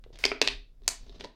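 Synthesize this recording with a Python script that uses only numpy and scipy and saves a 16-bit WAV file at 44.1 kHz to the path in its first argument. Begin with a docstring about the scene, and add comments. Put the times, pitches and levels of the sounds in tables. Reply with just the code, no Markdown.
"""Thin plastic bottle, drunk from and lowered

Over a swaying low rumble and faint hiss (shaped noise), a hand and sleeve rub the plastic (gated noise),
air hisses in at the neck (noise) and water glugs (short sines rising in pitch).
The dented wall pops out in sharp snaps, among handling thuds and set-down knocks: all are
noise bursts through two panel modes, a broad crack and a thump.
A desk and the walls of a small room answer all but the background."""
import sys
import numpy as np
from scipy import signal
from scipy.fft import rfft, irfft, next_fast_len
from scipy.io import wavfile
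from scipy.ndimage import uniform_filter1d, map_coordinates

SR = 44100
rng = np.random.default_rng(int(sys.argv[2]) if len(sys.argv) > 2 else 0)


def bounce(signal):
    """Save signal as a 16-bit WAV file at the path given by the first command-line argument."""
    frames = np.transpose(np.atleast_2d(signal))
    limited = np.clip(frames, -1, 1)
    pcm = np.round(limited * 32767).astype(np.int16)
    wavfile.write(sys.argv[1], SR, pcm)


N = 59535  # length [samples]
FFT_SIZE = 4096  # [samples]


def amp(db):
    """Decibels to gain."""
    return 10 ** (np.asarray(db) / 20)


def unit(x):
    """Scale to rms 1."""
    return x / np.sqrt(np.mean(x ** 2) + 1e-20)


def along(points, hz):
    """Read a curve of (frequency, value) points, interpolated on a log frequency axis."""
    f, v = np.transpose(points)
    return np.interp(np.log(hz + 1), np.log(f + 1), v)


def add(track, s, x):
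    """Mix x into the track at time s, cut at the track's end."""
    part = track[max(round(s * SR), 0):][:len(x)]
    part += x[:len(part)]


def wobble(rate):
    """A smooth random curve, rate knots a second."""
    knots = rng.standard_normal(int(N * rate / SR) + 4)
    return map_coordinates(knots, [np.arange(N) * rate / SR])


def filtered(x, response):
    """Filter x by a response given as a function of frequency."""
    m = next_fast_len(N + SR // 2)
    hz = np.fft.rfftfreq(m, 1 / SR)
    return irfft(rfft(x, m) * response(hz), m)[:len(x)]


def noise(spectrum):
    """Coloured noise of rms 1."""
    return unit(filtered(rng.standard_normal(N), lambda hz: amp(along(spectrum, hz))))


def causal(gain):
    """The minimum-phase response with this gain, by folding the cepstrum forward."""
    c = irfft(np.log(np.maximum(gain, 1e-6)))
    c[1:len(c) // 2] *= 2
    c[len(c) // 2 + 1:] = 0
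    return np.exp(rfft(c))


def evened(burst, size):
    """Spectrum of a short burst, levelled to unit gain over bands of size bins."""
    z = rfft(burst, FFT_SIZE)
    power = np.abs(uniform_filter1d(np.abs(z) ** 2, size))
    return z * causal((power + 1e-20) ** -.5)


def resonance(hz, centre, width):
    """Gain of one resonance, 1 at its centre."""
    return hz * width / np.hypot(centre ** 2 - hz ** 2, hz * width)


def stroke(start, end, fade):
    """A gate with soft edges."""
    t = np.arange(N) / SR
    return np.clip((t - start) / fade + .5, 0, 1) * np.clip((end - t) / fade + .5, 0, 1)


# Spectrum of the low rumble: (frequency [Hz], relative density [dB per Hz])
RUMBLE_SPECTRUM = [(15, -6), (34, 5.5), (48, -9), (65, -22.5), (100, -16), (160, -23), (300, -37),
                   (600, -63)]
# Sway of the rumble: (time [s], level [dB])
RUMBLE_SWAY = [(0, -47.5), (.1, -48), (.19, -52), (.29, -43.5), (.4, -51), (.55, -44), (.66, -55),
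               (.76, -52.5), (.86, -44), (.95, -54), (1.03, -43.5), (1.14, -49.5), (1.25, -48.5),
               (1.35, -68)]
# Spectrum of the hiss: (frequency [Hz], relative density [dB per Hz])
HISS_SPECTRUM = [(100, -5), (400, 11), (1000, -4), (3000, -12), (5000, -9), (8000, -18.5), (15000, -22)]
HISS_DB = -77


def background():
    """A low rumble of swaying level and a faint steady hiss, both shaped noise."""
    level_db = np.interp(np.arange(N) / SR, *np.transpose(RUMBLE_SWAY))
    rumble = amp(level_db) * noise(RUMBLE_SPECTRUM)
    hiss = amp(HISS_DB) * noise(HISS_SPECTRUM)
    return rumble + hiss


# Decay of the walls' tail: (frequency [Hz], t60 [s])
WALL_T60 = [(200, 0.37), (530, 0.24), (1400, 0.25), (3700, 0.3), (7000, 0.22), (10000, 0.18), (15000, .16)]
# Colour of the walls' tail: (frequency [Hz], relative level [dB])
WALL_COLOUR = [(150, 3), (260, -5), (330, -6.5), (420, -3.5), (700, -0.5), (1400, 1.5), (2400, -2),
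               (4300, -4), (7000, -3.5), (9000, 3), (14000, -2)]
# Low resonances of the room: (frequency [Hz], level at the start [dB], t60 [s])
LOW_MODES = [(264, -56, .36), (404, -64, .31), (584, -68, .24)]
DESK_DELAY_S, DESK_SPREAD_S, DESK_DB = 0.0062, 0.005, -9.5  # first reflections
WALL_DELAY_S, WALL_BUILD_S, WALL_DB = 0.0045, 0.024, -12  # the diffuse tail
# Phase wander from close neighbouring modes [radians], [knots per s]
MODE_BLUR, MODE_BLUR_RATE = .3, 35


def room(x):
    """The direct sound, a cluster of desk reflections, the walls' tail and the low room resonances."""
    t = np.arange(SR // 2) / SR
    desk = rng.standard_normal(len(t)) * (t < DESK_SPREAD_S)
    # The tail is noise that dies at its own rate in each band
    hz, frames, z = signal.stft(rng.standard_normal(len(t)), SR, nperseg=256)
    decay_db = -60 * frames / along(WALL_T60, hz)[:, None]
    z = z * amp(along(WALL_COLOUR, hz)[:, None] + decay_db)
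    build = np.clip((t - WALL_DELAY_S) / WALL_BUILD_S, 0, 1)
    tail = signal.istft(z, SR, nperseg=256)[1][:len(t)] * build
    answer = amp(WALL_DB) * tail / np.linalg.norm(tail)
    add(answer, DESK_DELAY_S, amp(DESK_DB) * irfft(evened(desk, size=120)))
    for f, db, t60 in LOW_MODES:
        wander = MODE_BLUR * wobble(MODE_BLUR_RATE)[:len(t)]
        answer += amp(db - 60 * t / t60) * np.sin(2 * np.pi * f * t + wander)
    return x + signal.fftconvolve(x, answer)[:N]


# Strokes of hand and sleeve on the bottle: (start [s], end [s], level [dB])
RUB_STROKES = [(0.129, 0.171, -58), (0.835, 0.926, -61), (0.999, 1.11, -58.5), (1.11, 1.189, -59),
               (1.193, 1.265, -49)]
# Spectrum of the rubbing: (frequency [Hz], relative density [dB per Hz])
RUB_SPECTRUM = [(100, 4), (250, 10), (420, 6.5), (800, -3.5), (1400, -10.5), (2400, -9.5), (3900, -3),
                (6000, -10), (9000, -34.5), (15000, -41.5)]
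EDGE_FADE_S = 0.0047  # soft edge of a stroke, also used by the inrush
RUB_ROUGH_DB = 7.5  # depth of the stick and slip, up and down


def rubbing():
    """Uneven friction of hand and sleeve: noise whose level wanders with stick and slip."""
    level = sum(amp(db) * stroke(start, end, EDGE_FADE_S) for start, end, db in RUB_STROKES)
    stick_slip = amp(RUB_ROUGH_DB * np.tanh(wobble(150)))
    return level * unit(noise(RUB_SPECTRUM) * stick_slip)


# Spectrum of the air entering the neck: (frequency [Hz], relative density [dB per Hz])
AIR_SPECTRUM = [(150, -13), (420, -8.5), (900, -13), (2200, -8.5), (3400, -13), (5000, -9), (8000, -20),
                (15000, -25)]
INRUSH_START_S, INRUSH_END_S, INRUSH_DB = .189, .245, -52.5


def inrush():
    """Air hisses into the dented bottle once its neck is free: one gated stretch of noise."""
    gate = stroke(INRUSH_START_S, INRUSH_END_S, EDGE_FADE_S)
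    return amp(INRUSH_DB) * gate * noise(AIR_SPECTRUM)


# Glugs of the water: (time [s], level before the soft onset [dB], starting pitch [Hz])
WATER_GLUGS = [(0.063, -37, 442), (0.104, -38.5, 431.3)]
GLUG_RISE_S, GLUG_T60_S = 0.00067, 0.017
GLUG_GLIDE_PER_S = 1.7  # pitch rise as a fraction of the starting pitch


def water():
    """Large bubbles ring as decaying sines, each rising in pitch as it dies."""
    out, t = np.zeros(N), np.arange(SR // 10) / SR
    for s, db, hz in WATER_GLUGS:
        ring = np.sin(2 * np.pi * hz * t * (1 + GLUG_GLIDE_PER_S * t / 2))
        onset = 1 - np.exp(-t / GLUG_RISE_S)
        add(out, s, amp(db - 60 * t / GLUG_T60_S) * onset * ring)
    return out


LEAD_S, LEAD_DB = .0018, -16  # faint creak just before the hit
BURST_S = 0.00045  # half length of the main burst
CHATTER_T60_S, CHATTER_DB = .011, -4.5  # spiky tail after the burst


def hit_force():
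    """A faint creak, a main burst and a dying chatter (in a snap: strain, buckle, settling creases)."""
    t = np.arange(FFT_SIZE) / SR - LEAD_S  # the burst peaks at 0
    lead, burst, chatter = rng.standard_normal((3, FFT_SIZE))
    lead = unit(lead * (t < 0))
    burst = unit(burst * np.exp(-(t / BURST_S) ** 2))
    settling = (t > 0) * amp(-60 * np.abs(t) / CHATTER_T60_S)
    chatter = unit(chatter * np.abs(chatter) * settling)  # squaring makes it spikier
    force = amp(LEAD_DB) * lead + burst + amp(CHATTER_DB) * chatter
    return evened(force, size=50)


# Colour of the plastic, common to all hits: (frequency [Hz], gain [dB])
PLASTIC_COLOUR = [(150, -0.5), (205, -12.5), (265, 6.5), (330, -5), (405, 7.5), (490, -4.5), (590, -2),
                  (680, 2), (780, -2), (1050, 0.5), (1350, -2.5), (1900, 4), (2550, 3), (3200, 1),
                  (3750, -0.5), (4700, 0.5), (7300, -1), (8700, -2), (9700, -6), (12500, -2), (16000, -6.5)]
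PANEL_SKIRT = 1.418  # steepness of a panel's resonance
PANEL_TOP = 2.38  # a panel radiates little above this multiple of its higher mode
SECOND_Q = 8.3  # sharpness of the second mode
CRACK_LOW_HZ, CRACK_SLOPE = 696, 21  # lower edge of the crack; steepness above its upper edge
SIZZLE_DB = -19.5  # the crack's weaker octave above that edge
THUMP_Q, THUMP_SKIRT = 1.54, 1.546  # the whole bottle flexing


def hit(panel_hz, width_hz, second_hz, second_db, crack_db, edge_hz, thump_hz, thump_db):
    """The force excites two panel modes, a broad crack and a thump of the whole bottle."""
    hz = np.fft.rfftfreq(FFT_SIZE, 1 / SR)
    panel = resonance(hz, panel_hz, width_hz) ** PANEL_SKIRT
    second = amp(second_db) * resonance(hz, second_hz, second_hz / SECOND_Q) ** PANEL_SKIRT
    panel_top_hz = PANEL_TOP * max(panel_hz, second_hz)
    modes = np.hypot(panel, second) / np.hypot(1, (hz / panel_top_hz) ** 4)

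    body = 1 / np.hypot(1, (hz / edge_hz) ** CRACK_SLOPE)
    sizzle = amp(SIZZLE_DB) / np.hypot(1, (hz / (2 * edge_hz)) ** CRACK_SLOPE)
    crack = amp(crack_db) * (body + sizzle) * hz / np.hypot(hz, CRACK_LOW_HZ)

    thump = amp(thump_db) * resonance(hz, thump_hz, thump_hz / THUMP_Q) ** THUMP_SKIRT
    thump = thump / np.hypot(1, (hz / edge_hz) ** 2)

    colour = np.sqrt(modes ** 2 + crack ** 2 + thump ** 2) * amp(along(PLASTIC_COLOUR, hz))
    return irfft(hit_force() * causal(colour))


# Snaps, handling thuds and set-down knocks of the bottle: (time of the main burst [s],
# level before the plastic's colour [dB], panel pitch [Hz], panel width [Hz], second mode [Hz],
# second mode level [dB], crack level [dB], crack upper edge [Hz], thump pitch [Hz], thump level [dB]);
# the last three levels are relative to the panel
BOTTLE_HITS = [ (0.0402, -22, 3600, 1150, 2880, -12, -8, 3300, 960, 3),
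               (0.1385, -35.5, 4440, 1500, 2780, -21, -23, 6000, 450, -3),
               (0.158, -23, 3140, 1600, 5200, -4.5, -10, 5700, 450, -23),
               (0.174, -29.5, 3170, 1210, 2270, 6, -2, 6200, 450, -22),
               (0.1890, -18.5, 5200, 1179, 2220, -3, -5, 11000, 447, 6.5),
               (0.2401, 16.5, 2300, 750, 4680, -10, -18, 5510, 492, -8),
               (0.2533, 17.5, 4790, 900, 3320, -6.5, -15, 6600, 453, -2.5),
               (0.3174, 10, 2367, 330, 1280, 2, -15, 3500, 454, 4.5),
               (0.4163, 16.5, 4160, 1500, 2623, 0.5, -12, 7000, 488.5, 4),
               (0.4240, 1.5, 2800, 1727, 4900, -14.5, -4.5, 6500, 275, 14),
               (0.4758, 16, 3902, 1083, 2568, -5.5, -12.5, 5740, 540.4, -9.5),
               (0.485, 5.5, 3660, 1200, 2580, 3.5, -16, 5670, 500, -26),
               (0.8200, -35, 3880, 900, 1100, 2.5, -13.5, 5000, 330, 19),
               (0.8450, -28.5, 3900, 500, 2580, -12.5, -17, 5500, 268, 10),
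               (0.8650, -35.5, 4000, 700, 2595, -9.5, -12.5, 5460, 350, 18),
               (0.8796, 14.5, 6710, 2602, 4410, -0.5, -13, 9500, 814, -9.5),
               (1.0953, -13, 3800, 600, 1800, -31, -26.5, 5800, 372, 3.5),
               (1.199, -34, 3990, 2480, 1800, 1, 8.5, 5670, 377.4, 21.5),
               (1.2087, -6.5, 3400, 900, 4730, -14, -8.5, 5200, 430, 5),
               (1.2413, -15, 3780, 1500, 1850, 2.5, -9.5, 6700, 400, 16),
               (1.2460, -7.5, 3990, 1200, 980, 10.5, -13.5, 5500, 470, 10), ]


def bottle():
    """Each snap, thud or knock gets a freshly drawn room answer."""
    out = np.zeros(N)
    for s, db, *panel in BOTTLE_HITS:
        one = np.zeros(N)
        add(one, s - LEAD_S, amp(db) * hit(*panel))
        out += room(one)
    return out


def scene():
    """The background plus the bottle's sounds with the room's answer."""
    soft_sounds = room(water() + inrush() + rubbing())
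    return (background() + soft_sounds + bottle())[None]


TOP_HZ = 16200


def record(dry):
    """Nothing is kept above the recorder's band limit."""
    return filtered(dry[0], lambda hz: hz < TOP_HZ)[None]


dry = scene()
out = record(dry)
bounce(out)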